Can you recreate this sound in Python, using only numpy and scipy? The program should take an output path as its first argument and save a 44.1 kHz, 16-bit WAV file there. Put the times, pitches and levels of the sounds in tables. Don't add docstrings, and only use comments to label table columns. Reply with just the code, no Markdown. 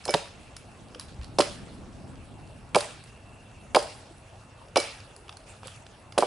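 import sys
import numpy as np
from scipy import signal
from scipy.fft import irfft
from scipy.io import wavfile

SR = 44100
rng = np.random.default_rng(int(sys.argv[2]) if len(sys.argv) > 2 else 0)


def voltage_ratio(level):
    return 10 ** (np.asarray(level, float) / 20)


def to_wav(s):
    ch = np.atleast_2d(s).T
    pcm = np.round(np.clip(ch, -1, 1) * 32767)
    wavfile.write(sys.argv[1], SR, pcm.astype(np.int16))


N = 276066

# start_s, thud_db, waves_db, thud_hz, run_ms
BLOWS = [(0.062, -27.5, -33, 685, 9.3), (0.0797, -26, -15, 663, 10.5), (0.088, -26.0, -24, 616, 9.1),
         (0.0932, -17, -22, 550, 9.1), (0.1408, -13, -8, 790, 8.4), (0.1424, -29, -18, 606, 8.1),
         (1.3881, -7, -5.5, 600, 9.7), (1.4036, -9, -29, 850, 8.3), (1.4102, -16.0, -41, 450.0, 8.0),
         (2.748, -18, -9.5, 935, 8.85), (2.7583, -9, -3, 770.0, 8.7), (3.748, -9.5, -6.5, 754, 9.2),
         (3.7626, -9.5, -1, 797, 8.07), (4.7604, -13, -6.5, 740, 8.46), (4.7727, -38, -10, 617, 8.06),
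         (5.6329, -30.5, -43, 900, 12), (6.1787, -7.5, -7, 670, 9.8), (6.2253, -5.5, -7.5, 776, 8.8)]
# run_ratio, air_ms, level_db
TRUNK_PATHS = [(1, 2.56, 2), (1.85, 5.4, -8)]
# pitch_hz, level_db, t60_s (time to die by 60 dB)
TRUNK_MODES = [(330, -28.5, 0.063), (451, -19.5, 0.068), (579, -20, 0.17), (718, -24.5, 0.056),
               (1090, -24.5, 0.021)]
THUD_SHAPE, WAVES_SHAPE = (.5, .56), (.58, .66)
WAVES_PITCH_RATIO = .8
BLOW_PAN_DB, THUMP_PAN_DB = -2.5, 1

# start_s, bite_db, low_modes_db, high_modes_db, ring_share
BITES = [(.039, -50, -62, -47, .5), (.0786, -31, -46, -32, .6), (.0917, -29, -36, -29, .8),
         (.1392, -14, -33, -38, .2), (.565, -42, -59, -50, .5), (1.385, -20, -38, -21, .25),
         (2.7461, -16.5, -21, -28, .1), (3.7465, -14.5, -19, -26, .12), (4.7581, -17, -27, -34, .95),
         (6.1786, -17, -46, -58, .4), (6.223, -36, -40, -58, .5)]
# pitch_hz, level_db, free_t60_s
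HEAD_MODES = [(2283, 0, .3), (2318, -7, .2), (2390, -5, .05), (3000, -9, .3), (5200, 0, .12),
              (5340, -3, .12), (6050, -14, .2)]
BITE_COLOUR_DB, RING_LAG_S = (-1.5, 0.0, -15.5, -7.5), 0.002054

# low_hz, high_hz
CRACK_BANDS = [(1000, 2030), (2150, 3810), (3600, 4980), (7200, 13000)]
# start_s, level_db, loudest_band (0 low to 3 high)
CRACKS = [(0.0528, -24.5, 2.57), (0.1055, -23.5, 3.3), (0.565, -31.5, 2.73), (0.9962, -27, 2.5),
          (1.01, -35, 2.1), (1.232, -41, 1.9), (1.244, -36.5, 1.65), (1.3906, -17.5, 2.6),
          (1.404, -14, 0.55), (1.4075, -13.5, 1.4), (1.4194, -20.5, 0.45), (2.756, -15.5, 0.91),
          (2.7578, -20, 2.76), (2.785, -25, 1.4), (2.806, -22, 2.27), (3.038, -40.5, 2.9),
          (3.7579, -18, 1.24), (3.76, -17.5, 1.8), (3.789, -28, 2.2), (3.825, -29.5, 3.1),
          (3.8337, -35, 2.9), (4.7694, -15, 1.6), (4.772, -15, 1.35), (4.8002, -21, 2.1),
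          (5.003, -38.5, 1.4), (5.163, -38, 2.9), (5.369, -35, 2.44), (5.6712, -33.5, 3.1),
          (5.761, -43, 2.6), (6.1222, -35.5, 1), (6.1825, -17, 2.58), (6.2057, -26.5, 2.1)]
COLOUR_FALL_DB, FAR_BANDS_DB = 5.5, -9
SPLIT_COUNT, SPLIT_SPAN_S, SPLIT_DB, SPLIT_FADE_DB_PER_S = 3, 0.19, -13, 110
# start_s, level_db
TWIGS = [(0.9469, -34.5), (1.213, -41), (2.908, -37), (5.281, -40), (5.2924, -31.5), (5.3259, -40.5),
         (5.632, -43), (5.68, -35.5), (5.865, -39)]
TWIG_COLOUR_DB = (-2.5, 0.5, -12.5, -12.5)
STRAY_COUNT, STRAY_DB, STRAY_SPREAD_DB = 24, -50, 3.5

# start_s, level_db, pitch_hz
THUMPS = [(.142, -21.5, 160.5), (.958, -38, 492), (1.39, -28.5, 175), (2.75, -26, 181), (4.108, -40.5, 330),
          (5.657, -37.5, 522), (6.18, -26.5, 203)]
THUMP_T60_S = 0.061

# start_s, level_db, t60_s, treble_lift_db
SHAKES = [(.04, -53, 0.27, 15.5), (0.111, -33.5, 0.39, 2.2), (.99, -46, 0.17, -4), (1.08, -42.5, 0.085, -7),
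          (1.22, -40, .077, -15), (1.399, -35, 0.56, 4), (2.76, -33.5, 0.54, 4.5), (3.76, -38, 0.73, 3),
          (4.77, -30.5, 0.53, 2), (5.459, -51.5, 0.48, 7.5), (5.638, -45.5, 0.5, 2.5),
          (6.185, -33, 0.39, 3)]
SWELL_S = 0.02
# start_s, level_db
RATTLE = [(0.0, -53.5), (0.54, -59.5), (6.26, -62)]
# (relative, per Hz)
RATTLE_COLOUR = [(710, -45), (1200, -2.5), (2070, -6), (2340, -2), (2740, -2.5), (3030, -5.5),
                 (10400, -15.5), (11000, -13), (14300, -43), (22000, -120)]

# pitch_hz, level_db, t60_s
WOODS = [(252, -45, 0.28), (520, -45.5, 0.36), (810, -48, 0.49), (1500, -40, 0.21), (3000, -44.5, 0.43),
         (4700, -43.5, 0.49), (6240, -41, 0.43), (9900, -36, 0.24)]

# start_s, level_db
BREEZE = [(0.0, -59), (0.91, -56.5), (1.38, -48), (1.78, -47), (3.4, -60), (3.77, -57), (4.18, -65),
          (6.26, -62.5)]
BREEZE_LOW_DB = -0.5
# start_s, level_db, pitch_hz, t60_s
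GUST = (1.188, -29, 62, .16)

# (relative, per Hz)
HUSH_COLOUR = [(18, -38), (30, -1), (77, 1.5), (106, 9), (149, -4), (346, -9), (709, -4.5), (802, -6),
               (1770, -19), (2500, -33), (3360, -38), (6710, -55.5), (7780, -87.5), (11000, -8),
               (14300, -68), (22000, -120)]
HUSH_DB = -51
# pitch_hz, likeness (0 to 1)
LIKENESS = [(60, 1), (270, 1), (1200, 0.59), (2600, 0.55), (5500, 0.67), (11000, 0.68)]
# low_hz, high_hz, level_db, waver_db
FAINT_HISSES = [(2620, 2800, -70, 4.0), (7800, 8050, -78, 1.5)]


def trunk(size=4096):
    out, hz, early = np.zeros(N + size), np.fft.rfftfreq(size, 1 / SR), 400
    for start_s, thud_db, waves_db, thud_hz, run_ms in BLOWS:
        paths = 0
        for run_ratio, air_ms, level_db in TRUNK_PATHS:
            cycles = (2 * run_ratio * run_ms * np.sqrt(1000 * hz) - air_ms * hz) / 1000
            paths = paths + voltage_ratio(level_db) * np.exp(-2j * np.pi * cycles)
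        thud = voltage_ratio(thud_db) * contact(hz, thud_hz, *THUD_SHAPE)
        waves = voltage_ratio(waves_db) * contact(hz, WAVES_PITCH_RATIO * thud_hz, *WAVES_SHAPE) * paths
        at = round(start_s * SR) - early
        out[at:at + size] += np.roll(irfft(thud + waves), early)

    table = np.array(BLOWS)
    starts = (table[:, 0] * SR).astype(int)
    loudest_db = table[:, 1:3].max(axis=1)
    for mode_hz, level_db, t60 in TRUNK_MODES:
        clicks = np.zeros(N + size)
        clicks[starts] = voltage_ratio(loudest_db + level_db + rng.normal(0, 1.9, len(table)))
        out += ring(clicks, mode_hz, t60)
    return out[:N]


def axe_head(size=16000):
    out, click = np.zeros(N + size), np.arange(size) == 0
    for start_s, _, low_db, high_db, ring_share in BITES:
        at = round((start_s + RING_LAG_S) * SR)
        for hz, level_db, free_t60 in HEAD_MODES:
            group_db = low_db if hz < 4000 else high_db
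            out[at:at + size] += voltage_ratio(level_db + group_db) * ring(click, hz, free_t60 * ring_share)
    return out[:N]


def crack_rows():
    splits = []
    for start_s, bite_db, *_ in BITES:
        for lag, band_draw in rng.random((SPLIT_COUNT, 2)):
            lag_s = lag * SPLIT_SPAN_S
            level_db = bite_db + SPLIT_DB - SPLIT_FADE_DB_PER_S * lag_s
            if start_s + lag_s < N / SR:
                splits.append((start_s + lag_s, level_db, 3 * band_draw))
    for when, size, band_draw in rng.random((STRAY_COUNT, 3)):
        splits.append((when * N / SR, STRAY_DB + STRAY_SPREAD_DB * (2 * size - 1), 3 * band_draw))

    rows = [(start_s, *(level_db + np.array(BITE_COLOUR_DB))) for start_s, level_db, *_ in BITES]
    rows += [(start_s, *(level_db + np.array(TWIG_COLOUR_DB))) for start_s, level_db in TWIGS]
    for start_s, level_db, loudest_band in list(CRACKS) + splits:
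        fall_db = np.maximum(-COLOUR_FALL_DB * abs(np.arange(4) - loudest_band), FAR_BANDS_DB)
        rows.append((start_s, *(level_db + fall_db)))
    return rows


def cracks(rise_s=0.00035, faint_t60=0.012, size=3000):
    out, t = np.zeros((2, N + size)), np.arange(size) / SR
    for start_s, *levels_db in crack_rows():
        peaks = voltage_ratio(4.2 * np.minimum(rng.exponential(1, size), 4))
        ticks = rng.standard_normal(size) * peaks
        t60 = faint_t60 * voltage_ratio(0.2 * (max(levels_db) + 48.5))
        shape = (1 - np.exp(-t / rise_s)) * voltage_ratio(-60 * t / t60)
        spray = 0
        for level_db, (low_hz, high_hz) in zip(levels_db, CRACK_BANDS):
            spray = spray + voltage_ratio(level_db) * rms_one(band(ticks * shape, low_hz, high_hz))
        spray = spray * np.sqrt(np.mean(shape ** 2))
        at = round(start_s * SR)
        out[:, at:at + size] += panned(spray, rng.normal(-2.7, 2.5))
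    return out[:, :N]


def thumps(soft_hz=900):
    out = np.zeros(N)
    for start_s, level_db, hz in THUMPS:
        out += voltage_ratio(level_db) * ring(click_at(start_s), hz, THUMP_T60_S)
    return band(out, 78, soft_hz)


def rattle(per_s=1200):
    shape = (2, 2, N)
    heights = voltage_ratio(2.5 * np.minimum(rng.exponential(1, shape), 5))
    ticks = (rng.random(shape) < per_s / SR) * heights * rng.choice([-1, 1], shape)
    hiss = voltage_ratio(1.0) * rng.standard_normal(shape)
    needles = panned(coloured(rms_one(ticks) + hiss, RATTLE_COLOUR), -1.2)
    treble = band(needles, 6500, 19000)
    start_s, level_db = np.transpose(RATTLE)
    level, lift = voltage_ratio(np.interp(np.arange(N) / SR, start_s, level_db)), np.zeros(N)
    for start_s, level_db, t60, treble_lift_db in SHAKES:
        t = np.maximum(np.arange(N) / SR - start_s, 0)
        shake = (1 - np.exp(-t / SWELL_S)) * voltage_ratio(level_db - 60 * t / t60)
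        level += shake
        lift += shake * (voltage_ratio(treble_lift_db) - 1)
    return level * needles + lift * treble


def woods(x, onset_s=0.0019, alike=0.6, size=40000):
    t, edges = np.arange(size) / SR, 150 * 2 ** np.arange(0, 6.6, .5)
    white, tail = rng.standard_normal((2, 2, size)), 0
    for k, (low, high) in enumerate(zip(edges, edges[1:])):
        hz = np.sqrt(low * high)
        fade_db = at_hz(WOODS, hz) - 60 * t / at_hz(WOODS, hz, column=2)
        tail = tail + band(white[k % 2], low, high) * voltage_ratio(fade_db)
    mid, side = tail * (1 - np.exp(-(t / onset_s) ** 2))
    return signal.fftconvolve(left_right(mid, side, alike), x[None], axes=1)[:, :N]


def breeze():
    start_s, level_db = np.transpose(BREEZE)
    breeze_db = np.interp(np.arange(N) / SR, start_s, level_db)
    white = rng.standard_normal((2, 2, N))
    low = voltage_ratio(breeze_db + BREEZE_LOW_DB + 2.0 * drift(3.4)) * rms_one(band(white[0], 39.5, 120))
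    high = voltage_ratio(breeze_db + 2.5 * drift(14)) * rms_one(band(white[1], 90, 280))
    mid, side = low * voltage_ratio([[0], [-12]]) + high * voltage_ratio([[0], [-7]])
    start_s, level_db, hz, t60 = GUST
    gust = voltage_ratio(level_db) * band(ring(click_at(start_s), hz, t60), 23, 160)
    return mid - gust + side * [[1], [-1]]


def hush():
    return voltage_ratio(HUSH_DB) * coloured(rng.standard_normal((2, 2, N)), HUSH_COLOUR)


def faint_hisses():
    out = np.zeros(N)
    for low_hz, high_hz, level_db, waver_db in FAINT_HISSES:
        hiss = rms_one(band(rng.standard_normal(N), low_hz, high_hz))
        out += voltage_ratio(level_db + waver_db * drift(1.8)) * hiss
    return out


def contact(hz, centre_hz, octaves, lead):
    shape = np.exp(-.5 * (np.log2(hz / centre_hz + 1e-9) / octaves) ** 2)
    return shape / np.max(irfft(shape)) * np.exp(1j * lead)


def click_at(start_s):
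    return 1. * (np.arange(N) == round(start_s * SR))


def ring(clicks, hz, t60):
    r, w = voltage_ratio(-60 / (t60 * SR)), 2 * np.pi * hz / SR
    return signal.lfilter([0, np.sin(w)], [1, -2 * r * np.cos(w), r * r], clicks + 1e-18)


def rms_one(x):
    return x / np.sqrt(np.mean(x ** 2) + 1e-20)


def band(x, low_hz, high_hz):
    return signal.sosfilt(signal.butter(2, [low_hz, high_hz], "band", fs=SR, output="sos"), x)


def at_hz(points, hz, column=1):
    points = np.array(points)
    return np.interp(np.log(hz), np.log(points[:, 0]), points[:, column])


def drift(rate_hz):
    r = np.exp(-80 * np.pi * rate_hz / SR)
    slow = signal.lfilter([1], [1, -2 * r, r * r], rng.standard_normal(N // 40 + 2002))[2000:]
    return np.interp(np.arange(N) / 40, np.arange(len(slow)), rms_one(slow))


def panned(x, left_db):
    return x * voltage_ratio(np.array([[left_db / 2], [-left_db / 2]]))


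def left_right(mid, side, alike):
    return np.sqrt(1 + alike) * mid + np.sqrt(1 - alike) * side * [[1], [-1]]


def coloured(sources, spectrum):
    out, edges = 0, 28 * 2 ** np.arange(0, 8.8, 1 / 3)
    for k, (low, high) in enumerate(zip(edges, edges[1:])):
        hz = np.sqrt(low * high)
        level_db = at_hz(spectrum, hz)
        if level_db < -60:
            continue
        mid, side = band(sources[k % 2], low, high)
        gain = voltage_ratio(level_db + 2.5 * drift(11.8))
        out = out + gain * left_right(mid, side, at_hz(LIKENESS, hz))
    return rms_one(out)


def scene():
    blows = panned(band(trunk(), 155, 11000), BLOW_PAN_DB)
    wood = blows + panned(thumps(), THUMP_PAN_DB) + cracks()
    steel = panned(axe_head(), BLOW_PAN_DB)
    scatter = woods(wood.mean(axis=0))
    return wood + steel + scatter + rattle() + breeze() + hush() + faint_hisses()


def band_limit(x):
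    return signal.sosfilt(signal.butter(12, 12150, fs=SR, output="sos"), x)


def record(dry):
    low_pass = signal.cheby2(16, 55, 11560, fs=SR, output="sos")
    mix = signal.sosfilt(low_pass, dry)
    return band_limit(mix)


dry = scene()
out = record(dry)
to_wav(out)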